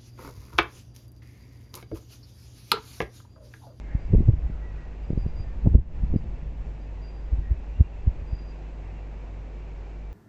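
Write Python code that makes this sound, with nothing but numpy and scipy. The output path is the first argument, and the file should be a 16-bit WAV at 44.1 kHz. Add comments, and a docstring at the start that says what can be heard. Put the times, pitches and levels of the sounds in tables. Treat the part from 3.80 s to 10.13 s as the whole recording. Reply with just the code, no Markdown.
"""Wind on a garden microphone

Gusts buffet the bare microphone of a camera at a bird table: eddies land as dull thumps over a lumpy
rumble, and the hardest make the limiter duck. Far behind are birds (thin high whistles, a falling
song, hoarse calls, chatter) and a faint whine, on a bed of engine drone, mains hum and outdoor hush."""
import sys
import numpy as np
from scipy import signal
from scipy.fft import rfft, irfft
from scipy.io import wavfile
from scipy.ndimage import minimum_filter1d

SR = 44100
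rng = np.random.default_rng(int(sys.argv[2]) if len(sys.argv) > 2 else 0)


def file_out(sig):
    """Save sig as 16-bit WAV at sys.argv[1]."""
    # one column per channel
    cols = np.atleast_2d(sig).T
    # limit, then scale
    lim = np.clip(cols, -1, 1)
    pcm = np.round(lim * 32767).astype(np.int16)
    wavfile.write(sys.argv[1], SR, pcm)


N = 279153
TIME = np.arange(N) / SR


# The big hits, large eddies striking the mic: t/s, level/dB (peak going in), half-width/s, swing/Hz
BIG_EDDIES = [(.151, -9, 0.0022, 51.2), (.337, -5.5, 0.0031, 109.4), (.348, -5.5, 0.00096, 145.6),
              (0.383, -17, 0.0022, 130), (0.406, -11, 0.0016, 110), (.425, -20, 0.0012, 70.5),
              (.491, -3.5, 0.0061, 109.4), (0.537, -13.5, 0.009, 68.7), (0.65, -19.5, .0074, 58),
              (.7, -20, 0.0013, 70), (1.305, -10.5, 0.00086, 70), (1.332, -15, .0011, 80),
              (1.376, -9.5, .0012, 55), (1.464, -12.5, 0.0013, 55), (1.604, -15, 0.0036, 40),
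              (1.863, -10, 0.0009, 150), (1.873, 3, .0015, 45), (1.952, 5.5, 0.0056, 54.4),
              (1.986, -12, 0.0055, 110), (2.236, -11.5, 0.0018, 44.5), (2.34, -11, 0.0011, 140),
              (2.361, -9, 0.0011, 110), (3.532, -12, 0.0065, 54.6), (3.589, -13.5, .0047, 52),
              (3.714, -9.5, 0.0052, 54.4), (4.008, 0, 0.0038, 69.4), (4.276, -5, 0.0035, 55.6),
              (4.42, -22, 0.0043, 50), (4.531, -14, 0.0032, 49)]

def thumps(eddies, port_hz=(40, 950), steepness=0.97, gain_db=0.5):
    """A passing eddy is one brief swing of pressure: the smaller the eddy, the brighter the thump."""
    pressure = np.zeros(N)
    for s, db, width, swing_hz in eddies:
        near = np.abs(TIME - s) < .15
        t = TIME[near] - s
        swing = np.cos(2 * np.pi * swing_hz * t)
        pressure[near] += from_db(db) * swing / (1 + (t / width) ** 2) ** steepness
    # slow pressure leaks past the diaphragm, so a pull follows each push; the port rounds the edges
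    port = signal.butter(2, port_hz, "band", fs=SR, output="sos")
    return from_db(gain_db) * signal.sosfilt(port, pressure)


def small_eddies(gust_db, per_s=14, over_wind_db=5.5, half_width_s=(.0012, .0035), swing_hz=55):
    """Filler hits at random moments, as strong as the wind that carries them."""
    when, size, breadth = rng.random((int(per_s * N / SR), 3)).T
    at = (when * N).astype(int)
    peak_db = gust_db[at] + over_wind_db + 10 * np.log10(size)
    widths = np.interp(breadth, [0, 1], half_width_s)
    return [(s, db, width, swing_hz) for s, db, width in zip(TIME[at], peak_db, widths)]


# Tone of the fine eddies shed at the housing: f/Hz, level/dB (relative, per Hz)
FLUTTER_SPECTRUM = [(60, -27), (150, -4.5), (230, 6), (370, -1), (550, -12.5), (800, -25), (1200, -37.5),
                    (2500, -75.5)]

def flutter(eddies, gust_db, send_db=-26, db_per_octave=5.5, width_s=0.0085, full_gust_db=-28):
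    """Eddies break on the housing with a ragged edge; fast ones in strong wind shed the most."""
    bursts = np.zeros(N)
    for s, db, _, swing_hz in eddies:
        near = np.abs(TIME - s) < .15
        speed_db = db_per_octave * np.log2(swing_hz / 71.4)   # against a typical swing
        bursts[near] += from_db(db + send_db + speed_db) * bell(TIME[near] - s, width_s)
    wind_gain = from_db(0.52 * (gust_db - full_gust_db))   # rides about half the wind's dB range
    return bursts * wind_gain * coloured(FLUTTER_SPECTRUM)


# Gusts that drive the wind layers: t/s (crest), level/dB, decay time/s
GUST_SWELLS = [(.37, -28, 0.49), (1.45, -30.5, .4), (1.95, -26, 0.43), (2.279, -28.5, .48),
               (3.55, -35.5, 0.56), (4.35, -35, 0.14)]

def wind_db(rise_s=0.13, calm_db=-53):
    """The wind's envelope: each gust builds quickly and dies away, over a faint steady breeze."""
    power = from_db(calm_db) ** 2
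    for s, db, decay_s in GUST_SWELLS:
        swell = np.exp(-np.maximum((s - TIME) / rise_s, (TIME - s) / decay_s))
        power = power + (from_db(db) * swell) ** 2
    return 10 * np.log10(power)


# The wind's low end: f/Hz, level/dB (relative, per Hz)
RUMBLE_SPECTRUM = [(15, 4), (35, 4.5), (60, 5.5), (100, -9.5), (160, -11), (260, -25.5), (450, -43.5),
                   (800, -54.5), (1500, -101.5)]

def rumble(gust_db, lumpy_db=1.0, wake_gain=2.25, wake_s=0.034):
    """Small eddies merge into a lumpy rumble that rides the gusts and swells round each big hit."""
    wake = sum(from_db(db) * bell(TIME - s, wake_s) for s, db, _, _ in BIG_EDDIES)
    body = from_db(gust_db + lumpy_db * drift(5.7))
    return body * (1 + wake_gain * wake) * coloured(RUMBLE_SPECTRUM)


# A bird's thin high whistles: t/s, length/s, f/Hz, level/dB (at onset, before tremble), fade/(dB/s)
PIPING_NOTES = [(.195, .08, 4838, -70, 60), (1.23, .07, 4838, -77, 0), (1.37, .05, 4800, -73, 0),
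                (1.42, .09, 4778, -66.5, 70), (1.56, .08, 4800, -65.5, 0), (2.365, .06, 4840, -64, 250),
                (3.01, .05, 4784, -71, 20), (3.22, .26, 4767, -63, 55), (3.78, .06, 4838, -76, 50),
                (4.47, .25, 4802, -67.5, 0), (4.53, .07, 4838, -62, 70)]

def piping(tremble_db=3.5, fade_s=0.016):
    """Each call holds one pitch while its level trembles; most weaken as they are held."""
    out = np.zeros(N)
    for start, length, hz, db, db_per_s in PIPING_NOTES:
        gate = note_gate(start, start + length, fade_s)
        on = gate > 0
        t = TIME[on] - start
        out[on] += np.sqrt(2) * from_db(db - db_per_s * t) * gate[on] * np.sin(2 * np.pi * hz * t)
    return out * rms_one(from_db(tremble_db * drift(30)))


# A far bird's run down the scale: t/s, length/s, f/Hz (at onset), level/dB (before gain_db)
SONG_NOTES = [(0, .19, 2130, -69.5), (.29, .13, 2052, -71), (.55, .17, 2000, -75), (.82, .11, 1942, -64),
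              (.97, .1, 1915, -66), (1.64, .09, 1797, -70.5), (2.98, .14, 1805, -77),
              (3.62, .11, 1902, -71)]

def falling_song(sag_hz_per_s=205, gain_db=5):
    """A run of whistles, all sagging in pitch at the same pace."""
    notes = [[(s, hz, db), (s + length, hz - sag_hz_per_s * length, db)]
             for s, length, hz, db in SONG_NOTES]
    return from_db(gain_db) * whistles(notes, waver_hz=17, fade_s=.03)


# Hoarse far calls: t/s (crest), level/dB, f/Hz (centre), half-width/s
HOARSE_CALLS = [(.12, -58, 1811, 0.045), (0.772, -65, 1370, 0.11), (0.966, -64, 1470, 0.054),
                (3.698, -65.5, 1743, 0.056), (5.073, -64.5, 2030, 0.042)]

def caws(width_hz=230):
    """Distance blurs hoarse calls into swells of one throat resonance."""
    return sum(from_db(db) * bell(TIME - s, width_s) * narrow_noise(hz, width_hz)
               for s, db, hz, width_s in HOARSE_CALLS)


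# Fader ride for the far flock: t/s, level/dB
FLOCK_LEVEL = [(0, -80), (2.6, -78), (3.2, -73), (4.4, -72.5), (4.7, -74), (5.1, -72), (5.7, -73),
               (6.33, -77)]

def chatter(per_s=17, range_db=12, chirp_s=0.013, low_hz=2350, high_hz=2800, glide_span_hz_per_s=1500):
    """A far flock scatters short gliding chirps at random moments and pitches."""
    level_db, = in_time(FLOCK_LEVEL)
    out = np.zeros(N)
    for when, pitch, size, slope in rng.random((int(per_s * N / SR), 4)):
        near = np.abs(TIME - when * N / SR) < 4 * chirp_s
        t = TIME[near] - when * N / SR
        hz = low_hz + pitch * (high_hz - low_hz)
        glide = (2 * slope - 1) * glide_span_hz_per_s   # up or down
        chirp = np.sin(2 * np.pi * (hz * t + glide * t ** 2 / 2))
        out[near] += from_db(range_db * size) * bell(t, chirp_s) * chirp
    return from_db(level_db) * rms_one(out)


# The far whine, one list of breakpoints per appearance: t/s, f/Hz, level/dB
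WHINE_CURVES = [
    [(0, 2320, -81.5), (.32, 2263, -64)],
    [(5.15, 2305, -75), (5.9, 2303, -73), (6.33, 2304, -71)],
]

def far_whine():
    """A faint, slightly unsteady tone comes and goes."""
    return whistles(WHINE_CURVES, waver_hz=10, fade_s=.08)


def engine_drone(level_db=-54, hz=93):
    """A far engine drones in one narrow low band."""
    return from_db(level_db) * narrow_noise(hz, width_hz=3.3)


# Partials of the hum: harmonic number, level/dB (rms)
HUM_PARTIALS = [(1, -36), (3, -53.5), (5, -64.5), (7, -66)]

def mains_hum(mains_hz=50):
    """Steady odd harmonics of the mains, each at a random phase."""
    return sum(np.sqrt(2) * from_db(db) * np.sin(2 * np.pi * (k * mains_hz * TIME + rng.random()))
               for k, db in HUM_PARTIALS)


# Tone of the ambience bed: f/Hz, level/dB (relative, per Hz)
HUSH_SPECTRUM = [(20, 0), (60, -7.5), (95, -1), (130, -9), (250, -10.5), (500, -13.5), (900, -19),
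                 (1300, -27.5), (1900, -27), (2600, -28), (3200, -36.5), (5000, -42), (7200, -45.5),
                 (8500, -53.5)]

def hush(level_db=-46.5, waver_db=0.6):
    """Far traffic, leaves and microphone hiss blend into a gently wavering bed."""
    return from_db(level_db + waver_db * drift(2.4)) * coloured(HUSH_SPECTRUM)


def garden(x, wet_db, t60_s):
    """Walls and trees scatter far calls into a short tail."""
    tail = rng.standard_normal(SR) * from_db(-60 * TIME[:SR] / t60_s)
    return x + from_db(wet_db) * signal.fftconvolve(x, tail / np.linalg.norm(tail))[:N]


def whistles(notes, waver_hz, fade_s):
    """Nearly pure tones with a slight quaver, each following breakpoints of t/s, f/Hz, level/dB."""
    out, quaver = np.zeros(N), waver_hz * drift(35)
    for note in notes:
        hz, db = in_time(note)
        gate = note_gate(note[0][0], note[-1][0], fade_s)
        out += np.sqrt(2) * gate * from_db(db) * np.sin(2 * np.pi * np.cumsum(hz + quaver) / SR)
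    return out


def note_gate(start, end, fade_s):
    """A gate with linear fades centred on its edges."""
    return np.clip(np.minimum(TIME - start, end - TIME) / fade_s + .5, 0, 1)


def bell(t, width_s):
    """A Gaussian swell cresting at t = 0."""
    return np.exp(-.5 * (t / width_s) ** 2)


def from_db(db):
    """Decibels to gain."""
    return 10 ** (np.asarray(db) / 20)


def rms_one(x):
    """Scale to unit rms."""
    return x / np.sqrt(np.mean(x ** 2) + 1e-20)


def in_time(rows):
    """Breakpoints to one per-sample curve for each column after the time."""
    s, *columns = np.transpose(rows)
    return [np.interp(TIME, s, c) for c in columns]


def drift(rate_hz, hop=40, settle=2000):
    """Smooth random modulation that rolls off above rate_hz; rms 1."""
    r = np.exp(-2 * np.pi * hop * rate_hz / SR)
    slow = signal.lfilter([1], [1, -2 * r, r * r], rng.standard_normal(N // hop + settle + 2))[settle:]
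    return np.interp(np.arange(N) / hop, np.arange(len(slow)), rms_one(slow))


def coloured(spectrum):
    """Noise with the given spectrum; rms 1."""
    hz, db = np.transpose(spectrum)
    bins = np.maximum(np.fft.rfftfreq(N, 1 / SR), 1)
    eq = from_db(np.interp(np.log(bins), np.log(hz), db))
    return rms_one(irfft(rfft(rng.standard_normal(N)) * eq, N))


def narrow_noise(hz, width_hz):
    """Noise gathered round one frequency; rms 1."""
    phase = 2 * np.pi * hz * TIME
    return rms_one(drift(width_hz) * np.cos(phase) + drift(width_hz) * np.sin(phase))


def scene():
    """The mono mix: wind right on the microphone, birds and ambience far behind."""
    gust_db = wind_db()
    whine = far_whine()
    birds = garden(falling_song() + caws() + chatter(), wet_db=-5.5, t60_s=0.94)
    birds += garden(piping(), wet_db=-10, t60_s=0.44)
    bed = whine + engine_drone() + mains_hum() + hush()
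    low_end = rumble(gust_db)
    eddies = list(BIG_EDDIES) + small_eddies(gust_db)
    return (thumps(eddies) + flutter(eddies, gust_db) + low_end + birds + bed)[None]


def limiter(x, threshold_db=-4.5, hold_s=0.11, release_db_per_s=85, attack_s=0.0033):
    """Peaks over the threshold duck the gain; it holds, then recovers."""
    over_db = np.maximum(20 * np.log10(np.abs(x) + 1e-9) - threshold_db, 0)
    half = int(hold_s * SR / 2)
    held_db = -minimum_filter1d(-over_db, 2 * half + 1, origin=half)
    cut_db = np.maximum.accumulate(held_db + release_db_per_s * TIME) - release_db_per_s * TIME
    r = np.exp(-1 / (attack_s * SR))
    return x * from_db(-signal.lfilter([1 - r], [1, -r], cut_db))


def record(dry, ceiling=0.61, stopband_hz=9000):
    """The camera's chain: limiter, soft clip and a steep high cut."""
    limited = limiter(dry[0])
    clipped = limited / (1 + (limited / ceiling) ** 6) ** (1 / 6)
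    high_cut = signal.cheby2(12, 50, stopband_hz, fs=SR, output="sos")
    return signal.sosfilt(high_cut, clipped)[None]


dry = scene()
out = record(dry)
file_out(out)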